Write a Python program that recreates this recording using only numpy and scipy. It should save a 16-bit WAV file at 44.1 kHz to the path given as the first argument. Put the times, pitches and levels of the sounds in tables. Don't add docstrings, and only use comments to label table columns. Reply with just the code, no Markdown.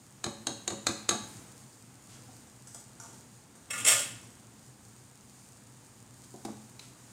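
import sys
import numpy as np
from scipy import signal
from scipy.fft import rfft, irfft, next_fast_len
from scipy.io import wavfile

SR = 44100
rng = np.random.default_rng(int(sys.argv[2]) if len(sys.argv) > 2 else 0)


def materialize(psi):
    bounded = np.clip(np.atleast_2d(psi).T, -1, 1)
    quanta = np.round(bounded * 32767).astype(np.int16)
    wavfile.write(sys.argv[1], SR, quanta)


def makeup_ratio(level_db):
    decades = np.asarray(level_db, float) / 20
    return 10 ** decades


N = 314059

# f/Hz, density/dB
DRONE_COLOUR = [(15, -52), (25, -21.5), (64, -10.5), (80, -19), (118, 5), (137, -7.5), (152, -8), (254, -4),
                (404, -18), (500, -13), (650, -33.5), (1100, -120)]
AIR_COLOUR = [(210, -17), (350, 0.5), (548, -8.5), (583, -3), (841, -1), (1040, -3.5), (1200, -4),
              (4000, -13.5), (5200, -37), (8800, -120)]
SIZZLE_COLOUR = [(1760, -47), (3000, -15), (3970, -9), (4630, -4), (5670, -5), (6670, 0.5), (7050, 2.5),
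                 (7670, -2.5), (8340, 2.5), (8880, -1.5), (12500, -14.5), (15100, -12.5), (16000, -24.5)]
# f/Hz, width/Hz, level/dB
STANDING_WAVES = [(89.5, 8.7, -73), (128.12, 4.67, -63), (209.3, 26, -67.5)]
# t/s, level over rest/dB
BUSTLE = [(0, -1.5), (.2, 0), (1.0, 5.5), (1.3, 8.5), (1.45, 6.5), (1.7, 0), (1.95, 0.5), (2.25, 2.5),
          (2.85, -0.5), (3.07, 3.5), (3.4, -0.5), (3.62, 0), (3.85, 10.5), (4.3, 2.5), (4.7, -0.5),
          (5.9, 0), (6.2, 0), (7.12, 2.5)]
# t/s, level/dB, length/s
FLARES = [
    (1.325, 6.5, 0.102),
    (1.64, 1.5, 0.2),
    (2.356, 3.5, 0.084),
    (2.745, 3, 0.061),
    (5.395, 2, 0.114),
    (6.327, 1.5, 0.224),
    (6.903, 1, 0.48),
]
# f/Hz, t60/s
KITCHEN_DECAY = [(150, 0.51), (500, 0.441), (1500, 0.516), (4000, 0.578), (8000, 0.444), (14000, 0.413)]

# t/s, peak level/dB, contact/ms, tines over tray/dB
CLINKS = [(2.38, -52, 5.1, 8), (2.47, -48.5, 5.5, 2.5), (2.6725, -36.5, 4.6, 21), (2.746, -32, 3.96, 12),
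          (2.78, -54.5, 12, 7.5), (3.000, -32, 1.93, 1.5), (3.035, -41.5, 10, -20),
          (3.08, -48.5, 24.7, -8.5), (3.13, -47.5, 9.9, -7), (3.19, -57.5, 6, 8), (3.554, -44, 6.1, 12),
          (4.23, -44, 3.4, 8.5)]
# f/Hz, density/dB
CLINK_CRACK = [(180, -30), (300, 5.5), (856, -7), (2000, -12), (2210, -21.5), (4090, -8.5), (4750, -10.5),
               (6100, -1), (8360, -2), (16000, -27.5)]
# f/Hz, level/dB, t60/s
TRAY = [(716, -8, 0.03), (905.5, 1, 0.026), (1153, -1, 0.0164), (1393, -2.5, 0.0166)]
HANDLES = [(5690, -14, 0.017), (6007, -8.5, .02), (6850, -8, .02)]
TINES = [(8070, 1, 0.058), (9743, -6, .015)]

# t/s, peak level/dB, lip over bottom/dB
TIPPED = [
    (3.701, -32, -6.5),
    (3.705, -21, 7.5),
    (3.73, -21.5, -14),
    (3.755, -27, -14.5),
    (3.777, -23.5, 6),
    (3.80, -26.5, 4),
]
FALLEN = [
    (3.846, -18, 3.5),
    (3.849, -15, 10),
    (3.861, -9.5, 7.5),
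    (3.872, -7.5, -0.5),
    (3.882, -10, 5.5),
    (3.899, -13.5, -12),
    (3.915, -10.5, -7),
    (3.94, -24, 11.5),
    (3.955, -29.5, 7.5),
    (3.99, -18, 7.5),
]
# f/Hz, density/dB
CLATTER_CRACK = [(300, -20), (450, -12.5), (560, -3.5), (850, -12.5), (1250, -10), (2000, -9.5), (3200, -5),
                 (4100, -12.5), (5500, -9), (6400, -8), (8200, -1), (10000, -9.5), (12500, -17),
                 (16400, -18)]
# f/Hz, level/dB, t60/s
BOWL_BOTTOM = [(555, -17.5, 0.029), (1210, -5, 0.03), (1416, -3.5, 0.12), (1757, -4, 0.113),
               (1941.6, -3, 0.033)]
BOWL_SIDE = [(2166, -3.5, 0.056), (2603, -5.5, 0.067), (2660, -2, 0.019), (2896, -8, 0.031),
             (3260, -1.5, 0.144), (3640, -17, 0.045), (5533, -0.5, 0.046)]
BOWL_LIP = [(6755, -6.5, .06), (6826, -3, 0.033), (6978, -5.5, 0.038), (7310, 1.5, 0.058),
            (7460, 3.5, 0.081), (7650, -5, .04), (7900, -6.5, 0.054), (8680, -18, 0.083),
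            (8105, 2.5, 0.076), (8350, 2.5, 0.051), (8250, -7.5, 0.058), (9170, -17.5, 0.112),
            (9344, 0, 0.077), (10120, -2, .07), (9646, -6.5, 0.105), (10210, -18, 0.059),
            (11250, -14.5, .05)]

# t/s, peak level/dB, contact/ms, ring/dB
TICKS = [
    (2.085, -52, 60, -28.5),
    (2.13, -65.5, 33, -22),
    (6.236, -51, 5.4, -15.5),
    (6.449, -37.5, 5.7, -18.5),
    (6.47, -54.5, 43, -5.5),
    (6.793, -41.5, 3.4, 3),
    (6.805, -51.5, 40, -15),
]
# f/Hz, density/dB
TICK_CRACK = [(300, -10), (1000, 1), (2000, -1), (4000, 0.5), (8000, 3), (16000, -21)]
# f/Hz, level/dB, t60/s
EDGE_LOW = [(2471, -4, 0.0062), (3030, -9.5, 0.0097)]
EDGE_HIGH = [(4020, 3, 0.0082), (4400, -5, .01), (5277, -4, 0.011)]
# t/s, peak level/dB, contact/ms, sway over wall/dB
BUMPS = [
    (2.284, -43.5, 19.5, -11),
    (6.189, -52.5, 5.1, -1),
    (6.341, -37, 2.23, -11),
    (6.35, -49, 3.5, -3),
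    (6.379, -45, 11, -4.5),
    (6.45, -28, 6.3, -1.5),
    (6.48, -31.5, 14, 9.5),
]

# f/Hz, density/dB
POT_THUD = [(59, -44), (100, 5), (165, -2), (253, 7), (458, -9.5), (744, 1), (1440, -16.5), (1880, -47.5),
            (2500, -34), (3250, -59), (5500, -120)]
# f/Hz, level/dB, t60/s
POT_SWAY = [(214.9, 0, 0.1536)]
POT_BASE = [(281, -4.5, 0.0766), (342.65, -0.5, 0.0327), (454.6, -9, 0.0514)]
POT_WALL = [(559.3, -6.5, 0.29), (716, -3.5, 0.037), (763.6, -7, 0.055), (1003, -12.5, 0.047)]
# t/s, peak level/dB
LATE_ROCKS = [
    (0.714, -36),
    (1.141, -34.5),
]

# t/s, peak level/dB, contact/ms, rebound after/ms, rebound loss/dB
RAPS = [
    (0.2405, -19.5, 3.94, 21.5, 8.5),
    (0.469, -17, 2.99, 18, 20),
    (.677, -17.5, 2.98, 26.25, 11.5),
    (0.8678, -9.5, 2.33, 19.6, 18),
    (1.0899, -10, 3.69, 18.2, 12.5),
]
# f/Hz, density/dB
RAP_CRACK = [(120, -50), (200, -4.5), (1500, -5.5), (2510, -9), (2860, -12), (3900, -5.5), (5420, -11.5),
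             (6520, -7), (7010, -2.5), (8270, -7), (8900, -8), (10500, -20), (16000, -36)]
# f/Hz, level/dB, t60/s
RIM = [(860.5, -20, 0.443), (1146, -10.5, 0.1143), (1262, -3, 0.0034), (1677, -3.5, 0.0051),
       (2330, -18, 0.0031)]
BLADE_LOW = [(3734, -10, 0.118), (3838, 3, 0.018), (3978.5, -2, 0.0426), (4110, -3, 0.034),
             (4300, 1.5, 0.0078), (4606, -14, 0.005)]
BLADE_HIGH = [(6540, 1, 0.0187), (6555, 4.5, 0.0054), (7012, -5, 0.0067), (8060, -9.5, 0.064),
              (9620, -18.5, 0.0063)]


def rms_one(x):
    return x / np.sqrt(np.mean(x ** 2) + 1e-20)


def at_hz(points, hz):
    table_hz, values = np.transpose(points)
    return np.interp(np.log(hz), np.log(table_hz), values)


def coloured(spectrum, white):
    size = next_fast_len(N)
    hz = np.maximum(np.arange(size // 2 + 1) * SR / size, 1)
    octaves_below = np.maximum(np.log2(spectrum[0][0] / hz), 0)
    octaves_above = np.maximum(np.log2(hz / spectrum[-1][0]), 0)
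    gain = makeup_ratio(at_hz(spectrum, hz) - 30 * (octaves_below + octaves_above))
    return rms_one(irfft(rfft(white, size) * gain, size)[:N])


def ring(force, hz, t60):
    r, w = makeup_ratio(-60 / (t60 * SR)), 2 * np.pi * hz / SR
    return signal.lfilter([0, np.sin(w)], [1, -2 * r * np.cos(w), r * r], force + 1e-18)


def contacts(times, levels_db, lengths, rise):
    out = np.zeros(N)
    for s, db, length in zip(times, levels_db, lengths):
        i = int(s * SR)
        t = np.arange(min(int(7 * length * SR), N - i)) / SR
        out[i:i + len(t)] += makeup_ratio(db) * (1 - np.exp(-t / (rise * length))) * np.exp(-t / length)
    return out


def struck(events, crack, bodies, crack_db, modes_db, rise, rough, snap):
    s, peak_db, length, *shares_db = np.transpose(events)
    length = np.clip(length / 1000, .0005, .08)
    crack_noise = coloured(crack, rng.standard_normal(N))
    out = makeup_ratio(crack_db) * contacts(s, peak_db, snap * length, rise) * crack_noise
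    span = np.arange(int(s[0] * SR), min(N, int((s[-1] + .6) * SR)))
    for body, share_db in zip(bodies, shares_db):
        force_db = peak_db + share_db + modes_db - 20 * np.log10(length * SR / 2)
        force = contacts(s, force_db, length, rise)[span]
        for hz, db, t60 in body:
            wander = np.cumsum(rng.standard_normal(len(span))) * np.sqrt(rough * hz / SR)
            drive = force * np.cos(2 * np.pi * hz * span / SR + wander)
            loss = 1 + np.log(1000) * np.median(length) / t60
            out[span] += makeup_ratio(db) * loss * ring(drive, hz, t60)
    return out


def leaning(rows, share_db):
    first, middle, last = share_db
    return [(s, db, ms, first - lean / 2, middle, last + lean / 2) for s, db, ms, lean in rows]


def hum():
    out = 0
    for hz, width, db in STANDING_WAVES:
        wave = ring(rng.standard_normal(N + SR), hz, 1.99 / width)[SR:]
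        out = out + makeup_ratio(db) * rms_one(wave)
    return out


def drift(rate_hz):
    r = np.exp(-2 * np.pi * rate_hz / SR)
    return rms_one(signal.lfilter([1], [1, -2 * r, r * r], rng.standard_normal(N + SR))[SR:])


def sizzle(bustle_db):
    t = np.arange(N) / SR
    flare_db = sum(db * np.exp(-((t - s) / length) ** 2) for s, db, length in FLARES)
    spit_on = rng.random(N) < 400 / SR
    spit_size = makeup_ratio(7.0 * np.minimum(rng.exponential(1, N), 4))
    spits = spit_on * spit_size * rng.choice([-1, 1], N)
    fizz = rng.standard_normal(N) + 0.426 * rms_one(spits)
    level_db = -60.5 + 0.251 * bustle_db + flare_db + 0.8243 * drift(4.3)
    return makeup_ratio(level_db) * coloured(SIZZLE_COLOUR, fizz)


def background():
    bustle_db = np.interp(np.arange(N) / SR, *np.transpose(BUSTLE))
    drone = makeup_ratio(-59.5 + 0.913 * bustle_db) * coloured(DRONE_COLOUR, rng.standard_normal(N))
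    air = makeup_ratio(-63.5 + 0.758 * bustle_db) * coloured(AIR_COLOUR, rng.standard_normal(N))
    return drone + air + sizzle(bustle_db) + hum()


def kitchen(x, first_wall):
    t, tail = np.arange(SR) / SR, 0
    edges = 60 * 2 ** np.arange(0, 8.1, .5)
    for low, high in zip(edges, edges[1:]):
        sos = signal.butter(2, [low, high], "band", fs=SR, output="sos")
        band = signal.sosfilt(sos, rng.standard_normal(SR))
        tail = tail + band * makeup_ratio(-60 * t / at_hz(KITCHEN_DECAY, np.sqrt(low * high)))
    tail = tail * (1 - np.exp(-(t / first_wall) ** 2))
    return signal.fftconvolve(x, tail / np.sqrt(np.sum(tail ** 2)))[:N]


def cutlery_clinks():
    return struck(leaning(CLINKS, (-10, 3, -8.5)), CLINK_CRACK, [TRAY, HANDLES, TINES],
                  crack_db=-6.5, modes_db=-9.0, rise=0.041, rough=0.4385, snap=0.65)


def ladle_ticks():
    return struck([(*row, row[-1]) for row in TICKS], TICK_CRACK, [EDGE_LOW, EDGE_HIGH],
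                  crack_db=1.0, modes_db=-16.5, rise=0.259, rough=0.8, snap=1.294)


def ladle_bumps():
    damped_t60_s = 0.059
    damped_wall = []
    for hz, db, t60 in POT_WALL:
        loss_db = 0.25 * 20 * np.log10(min(damped_t60_s / t60, 1))
        damped_wall.append((hz, db + loss_db, min(t60, damped_t60_s)))
    rows = leaning([(s, db, ms, -lean) for s, db, ms, lean in BUMPS], (-1, 1, -3))
    return struck(rows, POT_THUD, [POT_SWAY, POT_BASE, damped_wall],
                  crack_db=-8, modes_db=-8, rise=0.091, rough=0.2, snap=1.05)


def chatter(touches, share_db):
    touch_ms, settled_ms, settling_s = 4.1, 13.86, 0.0108
    first, rows = touches[0][0], []
    for s, db, lean in touches:
        ms = settled_ms + (touch_ms - settled_ms) * np.exp((first - s) / settling_s)
        rows.append((s, db, ms, lean))
    return leaning(rows, share_db)


def bowl_clatter():
    rows = chatter(TIPPED, (-0.5, 5, 1.5)) + chatter(FALLEN, (-5.5, -1.6, 1.5))
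    return struck(rows, CLATTER_CRACK, [BOWL_BOTTOM, BOWL_SIDE, BOWL_LIP],
                  crack_db=-12, modes_db=-17.5, rise=0.24, rough=0.439, snap=1.03)


def pot_jolts():
    jolt_lag_ms, jolt_db, jolt_ms = 1.89, -35, 5.67
    rock_db, rock_follows, rock_ms = -28, 0.457, 18.24
    jolt_share_db, rock_share_db = (-8, -0.5, 0), (-3, -2.5, -11)
    mean_rebound_db = np.mean([row[1] - row[4] for row in RAPS])
    rows = []
    for s, db, _, after, loss in RAPS:
        swing_db = rock_follows * (db - loss - mean_rebound_db)
        rows.append((s + jolt_lag_ms / 1000, jolt_db, jolt_ms, *jolt_share_db))
        rows.append((s + after / 1000, rock_db + swing_db, rock_ms, *rock_share_db))
    rows += [(s, db, rock_ms, *rock_share_db) for s, db in LATE_ROCKS]
    return struck(rows, POT_THUD, [POT_SWAY, POT_BASE, POT_WALL],
                  crack_db=-5.5, modes_db=-6.5, rise=0.222, rough=0.2, snap=0.95)


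def rap_contacts():
    graze_ms, graze_loss_db, graze_contact_ms = 4.2, 23.5, 3.2
    rebound_contact_ms = 3.55
    blow_db, graze_db, rebound_db = (-5, 0.5, 4), (-17, -13, 6.5), (3.5, 1, -9)
    blade_softens = 0.33
    rim_wakes = 1.89
    _, mean_db, _, _, mean_loss = np.mean(RAPS, axis=0)
    rows = []
    for s, db, ms, after, loss in RAPS:
        upper_db = blow_db[2] - blade_softens * (db - mean_db)
        rim_db = rebound_db[0] + rim_wakes * (db - loss - mean_db + mean_loss)
        rows.append((s - graze_ms / 1000, db - graze_loss_db, graze_contact_ms, *graze_db))
        rows.append((s, db, ms, *blow_db[:2], upper_db))
        rows.append((s + after / 1000, db - loss, rebound_contact_ms, rim_db, *rebound_db[1:]))
    return rows


def spatula_raps():
    return struck(rap_contacts(), RAP_CRACK, [RIM, BLADE_LOW, BLADE_HIGH],
                  crack_db=-2.5, modes_db=-13.5, rise=0.323, rough=0.15, snap=0.957)


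def scene():
    raps, jolts, bumps = spatula_raps(), pot_jolts(), ladle_bumps()
    ticks, clinks, bowl = ladle_ticks(), cutlery_clinks(), bowl_clatter()
    sent = makeup_ratio(-7.0) * raps + makeup_ratio(-5.5) * (jolts + bumps) + makeup_ratio(-8.0) * ticks
    sent = sent + makeup_ratio(1.5) * clinks + makeup_ratio(-3.0) * bowl
    direct = raps + jolts + bumps + ticks + clinks + bowl
    return (direct + kitchen(sent, first_wall=0.00149) + background())[None]


def band_limit(x):
    return signal.sosfilt(signal.butter(12, 16460, fs=SR, output="sos"), x)


def record(dry):
    x = signal.sosfilt(signal.butter(3, 46.3, "high", fs=SR, output="sos"), dry)
    x = signal.sosfilt(signal.cheby2(14, 60, 16600, fs=SR, output="sos"), x)
    return band_limit(x)


dry = scene()
out = record(dry)
materialize(out)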